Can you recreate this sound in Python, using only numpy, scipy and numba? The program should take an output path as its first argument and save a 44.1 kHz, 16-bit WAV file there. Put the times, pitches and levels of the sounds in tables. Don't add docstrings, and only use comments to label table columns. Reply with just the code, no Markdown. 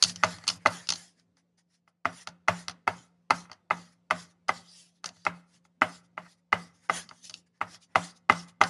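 import sys
import numpy as np
from scipy import signal
from scipy.fft import rfft, irfft
from scipy.io import wavfile
from scipy.ndimage import uniform_filter1d
from numba import njit

SR = 44100
rng = np.random.default_rng(int(sys.argv[2]) if len(sys.argv) > 2 else 0)


def output_pcm(signal):
    pcm = np.clip(np.atleast_2d(signal).T, -1, 1) * 32767
    wavfile.write(sys.argv[1], SR, np.round(pcm).astype(np.int16))


N = 383229
TIME = np.arange(N) / SR

# time in seconds, then drive levels of table knock, crayon click and low thump, each in dB.
TOUCHES = [(0.025, -29.5, -9.5, -57), (0.037, -31, -21, -64), (0.046, -32, -24.5, -45),
           (0.096, -43, -28.5, -49), (0.159, -46, -38, -49), (0.235, -3, -25, -37.5),
           (0.244, -33, -28, -46), (0.33, -43, -45, -46.5), (0.384, -38.5, -51, -52.5),
           (0.439, -35.5, -50, -57), (0.469, -33.5, -36, -67), (0.478, -27, -15.5, -71),
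           (0.487, -30, -23.5, -75), (0.499, -27, -23, -52), (0.554, -46, -60, -48.5),
           (0.659, -3, -30, -44), (0.668, -26, -27, -39), (0.871, -62, -41, -84), (0.889, -31.5, -18, -69),
           (0.903, -30, -23.5, -59), (0.922, -29.5, -27, -55), (0.936, -47, -31, -67),
           (0.956, -50, -34.5, -59), (1.197, -67, -63.5, -79), (1.369, -62, -67.5, -81.5),
           (1.588, -70, -80.5, -84), (1.876, -48.5, -77.5, -87.5), (2.054, -9.5, -44, -43),
           (2.272, -25, -35, -52.5), (2.287, -55, -45, -61), (2.483, -3.5, -30.5, -34.5),
           (2.492, -27.5, -44.5, -42.5), (2.682, -23.5, -31, -48.5), (2.696, -34, -35.5, -53),
           (2.71, -58, -45.5, -58), (2.876, -6.5, -38, -39.5), (3.306, -5, -28.5, -42.5),
           (3.454, -43, -71.5, -72), (3.497, -39, -69, -60), (3.515, -33.5, -43.5, -83.5),
           (3.529, -49.5, -49, -74.5), (3.707, -9, -52, -49), (4.108, -6, -35.5, -43.5),
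           (4.483, -29.5, -35, -62.5), (4.491, -9.5, -33.5, -48.5), (5.042, -27, -35.5, -78),
           (5.058, -35, -30.5, -71), (5.09, -45.5, -47.5, -64), (5.167, -55.5, -64.5, -65),
           (5.251, -31, -39, -55), (5.265, -8.5, -43.5, -44.5), (5.651, -51, -67, -76.5),
           (5.818, -2, -38.5, -42), (6.177, -20.5, -77, -67), (6.262, -44, -77, -73),
           (6.527, -5, -38, -38.5), (6.896, -8, -38.5, -52.5), (7.09, -43.5, -46, -76),
           (7.111, -34, -64, -63.5), (7.296, -44, -36, -69), (7.307, -47, -48.5, -70.5),
           (7.34, -65.5, -37, -72), (7.613, -12.5, -55, -49), (7.745, -46, -50.5, -64.5),
           (7.956, -3, -30.5, -36.5), (8.297, -1, -32, -35), (8.322, -22, -37.5, -41),
           (8.613, -1, -25.5, -37.5), (8.636, -17.5, -24.5, -64)]


def touches():
    # frequency in Hz, relative level in dB.
    rattle_spectrum = [(150, -33), (260, -2), (320, -21), (450, -12.5), (700, -1), (1300, -4.5), (1700, -8),
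                       (2100, -14), (3000, -18.5), (5000, -31), (12000, -43)]
    # frequency in Hz, relative level in dB.
    click_spectrum = [(800, -31.5), (1400, -9), (2100, -24.5), (2900, -5), (3800, -7.5), (4550, 2),
                      (5000, -2.5), (5500, -4.5), (6300, -4), (7300, -16), (8200, -22), (9500, -16),
                      (11000, -25.5), (13000, -55)]
    _, knock_db, click_db, thump_db = np.transpose(TOUCHES)
    push, tap = blows(knock_db), blows(click_db)
    pressed = np.roll(swell(push, 0.003, 0.03), -int(0.006 * SR))

    after = undb(-15.5) * swell(push, 0.002, 0.074)
    after += undb(-28.0) * swell(push, 0.018, 0.22)
    after += undb(-23.0) * pressed
    rattle = patchy(colour(rng.standard_normal(N), rattle_spectrum), 3.5) * after

    burst = undb(8) * swell(tap, 0.0008, 0.016)
    burst += undb(-4.5) * swell(tap, 0.005, 0.022)
    burst += undb(-38) * pressed
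    grit = undb(2.5 * walk(500))
    click = patchy(colour(rng.standard_normal(N), click_spectrum), 3.0, size=256) * burst * grit
    return knocks(knock_db) + rattle + booms(thump_db) + click


def knocks(db):
    # frequency in Hz, mean relative level in dB, 60 dB decay in seconds.
    table_modes = [(257, -31, 0.12), (392, -21, 0.057), (560, -37.5, 0.045), (627.2, -13, 0.14),
                   (868, 2, 0.02), (1108.6, -0.5, 0.013), (1254, 14, 0.0088), (1462, 1, 0.018),
                   (2026, 5.5, 0.016), (2543, -4, 0.014), (2880, -16.5, 0.028)]
    force = blows(db, rebound_s=0.002206, rebound=0.75)
    out = np.zeros(N + SR)
    spots = rng.standard_normal((len(TOUCHES), len(table_modes)))
    for (s, *_), spot in zip(TOUCHES, spots):
        at = int(s * SR)
        modes = [(hz, level_db + 1.2 * shift, t60)
                 for (hz, level_db, t60), shift in zip(table_modes, spot)]
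        contact = force[at:at + SR // 300]
        sound = np.convolve(contact, ring(modes))
        out[at:at + len(sound)] += sound
    return out[:N]


def ring(modes, rise_s=0.0012):
    t = TIME[:SR // 8]
    y = np.zeros(len(t))
    for k, (hz, db, t60) in enumerate(modes):
        sign = (-1) ** k
        y += sign * undb(db) * np.sin(2 * np.pi * hz * t) * 1000. ** (-t / t60)
    y *= 1 - np.exp(-(t / rise_s) ** 2)
    return y / np.abs(y).max()


def booms(thump_db):
    # frequency in Hz, time to the peak in seconds.
    low_modes = [(102, 0.017), (174, .045)]
    low_mode_db = [-1, 0]
    t = TIME[:SR // 2]
    response = np.zeros(len(t))
    for (hz, peak_s), db in zip(low_modes, low_mode_db):
        envelope = (t / peak_s * np.exp(1 - t / peak_s)) ** 2
        response += undb(db) * envelope * np.sin(2 * np.pi * hz * t)
    return signal.fftconvolve(blows(thump_db), response)[:N]


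def blows(db, rebound_s=0., rebound=0.):
    force = np.zeros(N + SR)
    at = np.transpose(TOUCHES)[0] * SR
    late, weak = rng.random((len(at), 2)).T
    again = at + rebound_s * SR * (1 + 0.13 * late)
    np.add.at(force, at.astype(int), undb(db))
    np.add.at(force, again.astype(int), undb(db) * rebound * (1 - 0.96 * weak))
    return force[:N]


def swell(force, rise_s, t60):
    t = TIME[:SR // 2]
    envelope = (1 - np.exp(-t / rise_s)) * 1000. ** (-t / t60)
    return np.abs(signal.fftconvolve(force, envelope)[:N])


def strokes():
    # frequency in Hz, relative level in dB.
    paper_spectrum = [(1500, -34), (2600, -10), (3300, -5.5), (4100, -6.5), (4550, -3.5), (5000, -1),
                      (5500, -3), (6500, -4), (7200, -7), (8200, -13), (9500, -7.5), (10500, -11),
                      (11700, -24.5), (14000, -61.5)]
    # frequency in Hz, relative level in dB.
    rumble_spectrum = [(200, -30.5), (400, -10), (800, -5.5), (1300, -7.5), (1900, 1.5), (2500, -11),
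                       (4000, -31)]
    hiss, body = drag()
    grain_db = 1.6 * rng.exponential(size=(2, N)) + 1.2 * walk(80)
    fibres = rng.standard_normal((2, N)) * undb(grain_db)
    paper = patchy(colour(fibres[0], paper_spectrum), 3.5)
    table = patchy(colour(fibres[1], rumble_spectrum), 3.5)
    paper = patchy(paper, 3.0, size=128, count=60)
    return hiss * paper + body * table


def drag():
    # fastest moment, speeding-up time and slowing-down time in seconds,
    # peak hiss level in dB, table rumble relative to the hiss in dB.
    stroke_rows = [(.008, .05, 0.034, -60.5, 5.5), (.085, 0.073, .05, -40.5, -12.5),
                   (.17, .08, 0.16, -60.5, 0.5), (.31, 0.11, 0.089, -46, -6),
                   (0.442, 0.079, 0.098, -61.5, 2), (.52, 0.055, .04, -47, -15),
                   (0.561, 0.019, 0.024, -55, -19.5), (0.621, 0.037, 0.066, -68, 4),
                   (0.738, 0.09, 0.13, -46, -3), (0.961, 0.09, 0.1, -47, -11.5),
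                   (1.04, 0.066, 0.11, -62.5, -10), (1.19, 0.038, 0.053, -74, -1),
                   (1.378, .015, 0.043, -72, 1), (1.584, .01, .04, -69.5, -6.5),
                   (1.74, 0.053, 0.053, -72.5, -6.5), (1.885, 0.014, 0.02, -73, -6.5),
                   (2.21, 0.2, 0.039, -52, -7), (2.58, 0.24, 0.084, -49, -6), (2.96, 0.15, .12, -57, -13),
                   (3.36, 0.073, 0.1, -51.5, -20), (3.78, 0.17, 0.15, -57, -8),
                   (3.93, 0.018, 0.015, -74.5, 2.5), (4.19, 0.095, 0.088, -50.5, -6),
                   (4.312, 0.029, 0.021, -67, -4.5), (4.57, 0.13, 0.044, -52.5, -12),
                   (4.78, 0.24, 0.14, -55, -16.5), (4.96, 0.026, 0.048, -75, -11),
                   (5.07, 0.027, 0.027, -51, 3), (5.16, .08, 0.18, -66, -11),
                   (5.37, 0.054, .06, -69.5, -6.5), (5.551, .09, 0.044, -66, -7),
                   (5.655, .015, 0.019, -70, -14.5), (5.95, .3, 0.06, -54.5, -25),
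                   (6.051, 0.023, 0.02, -70.5, -7.5), (6.239, 0.13, 0.058, -72, 11.5),
                   (6.31, .08, 0.046, -63.5, -10.5), (6.384, 0.018, 0.025, -79.5, -0.5),
                   (6.6, 0.12, 0.11, -56.5, -7), (6.752, 0.024, 0.054, -68.5, -6.5),
                   (6.852, 0.054, .04, -64, -2.5), (6.964, 0.077, 0.079, -39.5, -5.5),
                   (7.171, 0.15, 0.078, -64, -13.5), (7.251, 0.029, .045, -48, -19.5),
                   (7.369, 0.11, 0.048, -60.5, -14.5), (7.467, 0.0077, .02, -73.5, -3.5),
                   (7.56, .03, 0.067, -81, 4.5), (7.745, 0.091, 0.033, -51.5, -6),
                   (7.833, 0.034, 0.027, -60, -15), (7.92, 0.041, 0.084, -79, 8.5),
                   (8.049, 0.19, 0.075, -46.5, -8.5), (8.168, 0.025, 0.023, -61, -17.5),
                   (8.4, 0.29, 0.057, -49, -15), (8.486, 0.016, 0.029, -57.5, -1.5),
                   (8.69, 0.095, .05, -45.5, -6)]
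    rise, fall = [1.6, 2.1]
    fade_db = 20
    landing_db = -22
    hiss, body = np.zeros(N), np.zeros(N)
    landings = [0.] + [s for s, knock_db, *_ in TOUCHES if knock_db > landing_db]
    for s, up_s, down_s, db, share_db in stroke_rows:
        landing = max(a for a in landings if a < s)
        start = max(s - 4 * up_s, landing)
        span = slice(int(start * SR), int((s + 4 * down_s) * SR))
        t = TIME[span] - s
        fade = np.where(t < 0, np.abs(t / up_s) ** rise, np.abs(t / down_s) ** fall)
        gain = undb(db - fade_db * fade)
        hiss[span] += gain
        body[span] += gain * undb(share_db)
    return hiss, body


def room(x):
    # centre in Hz, 60 dB decay in seconds, level in dB.
    tail_bands = [(1312, 0.39, -34.5), (5350, 0.083, -20.5)]
    t, tail = TIME[:SR // 2], 0
    for hz, t60, db in tail_bands:
        octaves = signal.butter(2, [hz / 2, hz * 2], "band", fs=SR, output="sos")
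        band = signal.sosfilt(octaves, rng.standard_normal(len(t)))
        band *= 1000. ** (-t / t60) * (t > 0.004)
        tail = tail + undb(db) * band / np.sqrt(np.sum(band ** 2) * 0.38)
    return x + signal.fftconvolve(x, tail)[:N]


def suppressor(near, open_db=-22, depth_db=36, fall_db_s=170, slope=0.69, smooth_s=0.023, lag_s=0.0036,
               sink_db_s=11, rest_db=19):
    loud = follow(uniform_filter1d(np.abs(near), 200), float(undb(-fall_db_s / SR)))
    gain_db = np.clip(slope * (20 * np.log10(loud + 1e-9) - open_db), -depth_db, 0)
    settled = follow(undb(gain_db), float(undb(-sink_db_s / SR)))
    gain_db = np.maximum(gain_db, 20 * np.log10(settled) - rest_db)
    smooth_db = uniform_filter1d(gain_db, int(smooth_s * SR))
    return undb(np.interp(TIME - lag_s, TIME, smooth_db))


@njit
def follow(x, release):
    y, e = np.empty(len(x)), 0.
    for i in range(len(x)):
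        e = max(x[i], e * release)
        y[i] = e
    return y


def background():
    # frequency in Hz, mean rms level before suppression in dB.
    hum_tones = [(174, -48.5), (524, -68.5)]
    # frequency in Hz, relative level in dB.
    air_spectrum = [(30, -33.5), (100, -6), (145, -10), (280, -8), (330, -14.5), (700, -19.5), (1500, -30),
                    (6500, -38), (11500, -49), (14000, -61)]
    air_db = -52.5
    waver_db = 1.2 * walk(4)
    hum = np.zeros(N)
    for hz, db in hum_tones:
        hum += undb(db + waver_db) * np.sqrt(2) * np.sin(2 * np.pi * hz * TIME)
    air = patchy(colour(rng.standard_normal(N), air_spectrum), 3.5, size=2048)
    return hum + undb(air_db) * air


def undb(db):
    return 10 ** (np.asarray(db) / 20)


def unit(x):
    return x / np.sqrt(np.mean(x ** 2))


def colour(x, points):
    hz, db = np.transpose(points)
    axis = np.log(np.arange(N // 2 + 1) * SR / N + 1)
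    return unit(irfft(rfft(x) * undb(np.interp(axis, np.log(hz), db)), N))


def walk(rate):
    k = int(SR / rate)
    held = np.repeat(rng.standard_normal(N // k + 1), k)
    return uniform_filter1d(held, k)[:N]


def patchy(x, depth_db, size=1024, count=3):
    z = signal.stft(x, nperseg=size)[2]
    across_pitch = uniform_filter1d(rng.standard_normal(z.shape), size=2, axis=0)
    patches = uniform_filter1d(across_pitch, size=count, axis=1)
    flickering = z * undb(depth_db * unit(patches))
    return unit(signal.istft(flickering, nperseg=size)[1][:N])


def scene():
    near = room(touches() + strokes())
    mid = near + suppressor(near) * background()
    treble_band = signal.butter(6, [6500, 10500], "band", fs=SR, output="sos")
    treble = signal.sosfilt(treble_band, mid)
    lean = np.tanh(3 * uniform_filter1d(walk(300), 60))
    side = undb(-10) * treble * lean
    return np.array([mid + side, mid - side])


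def record(dry):
    bass_cut = signal.butter(2, 55, "high", fs=SR, output="sos")
    thin = signal.sosfilt(bass_cut, dry)
    soft = thin / (1 + (thin / 0.9) ** 4) ** 0.25
    top_cut = signal.ellip(8, 0.2, 65, 11800, fs=SR, output="sos")
    return signal.sosfilt(top_cut, soft)


dry = scene()
out = record(dry)
output_pcm(out)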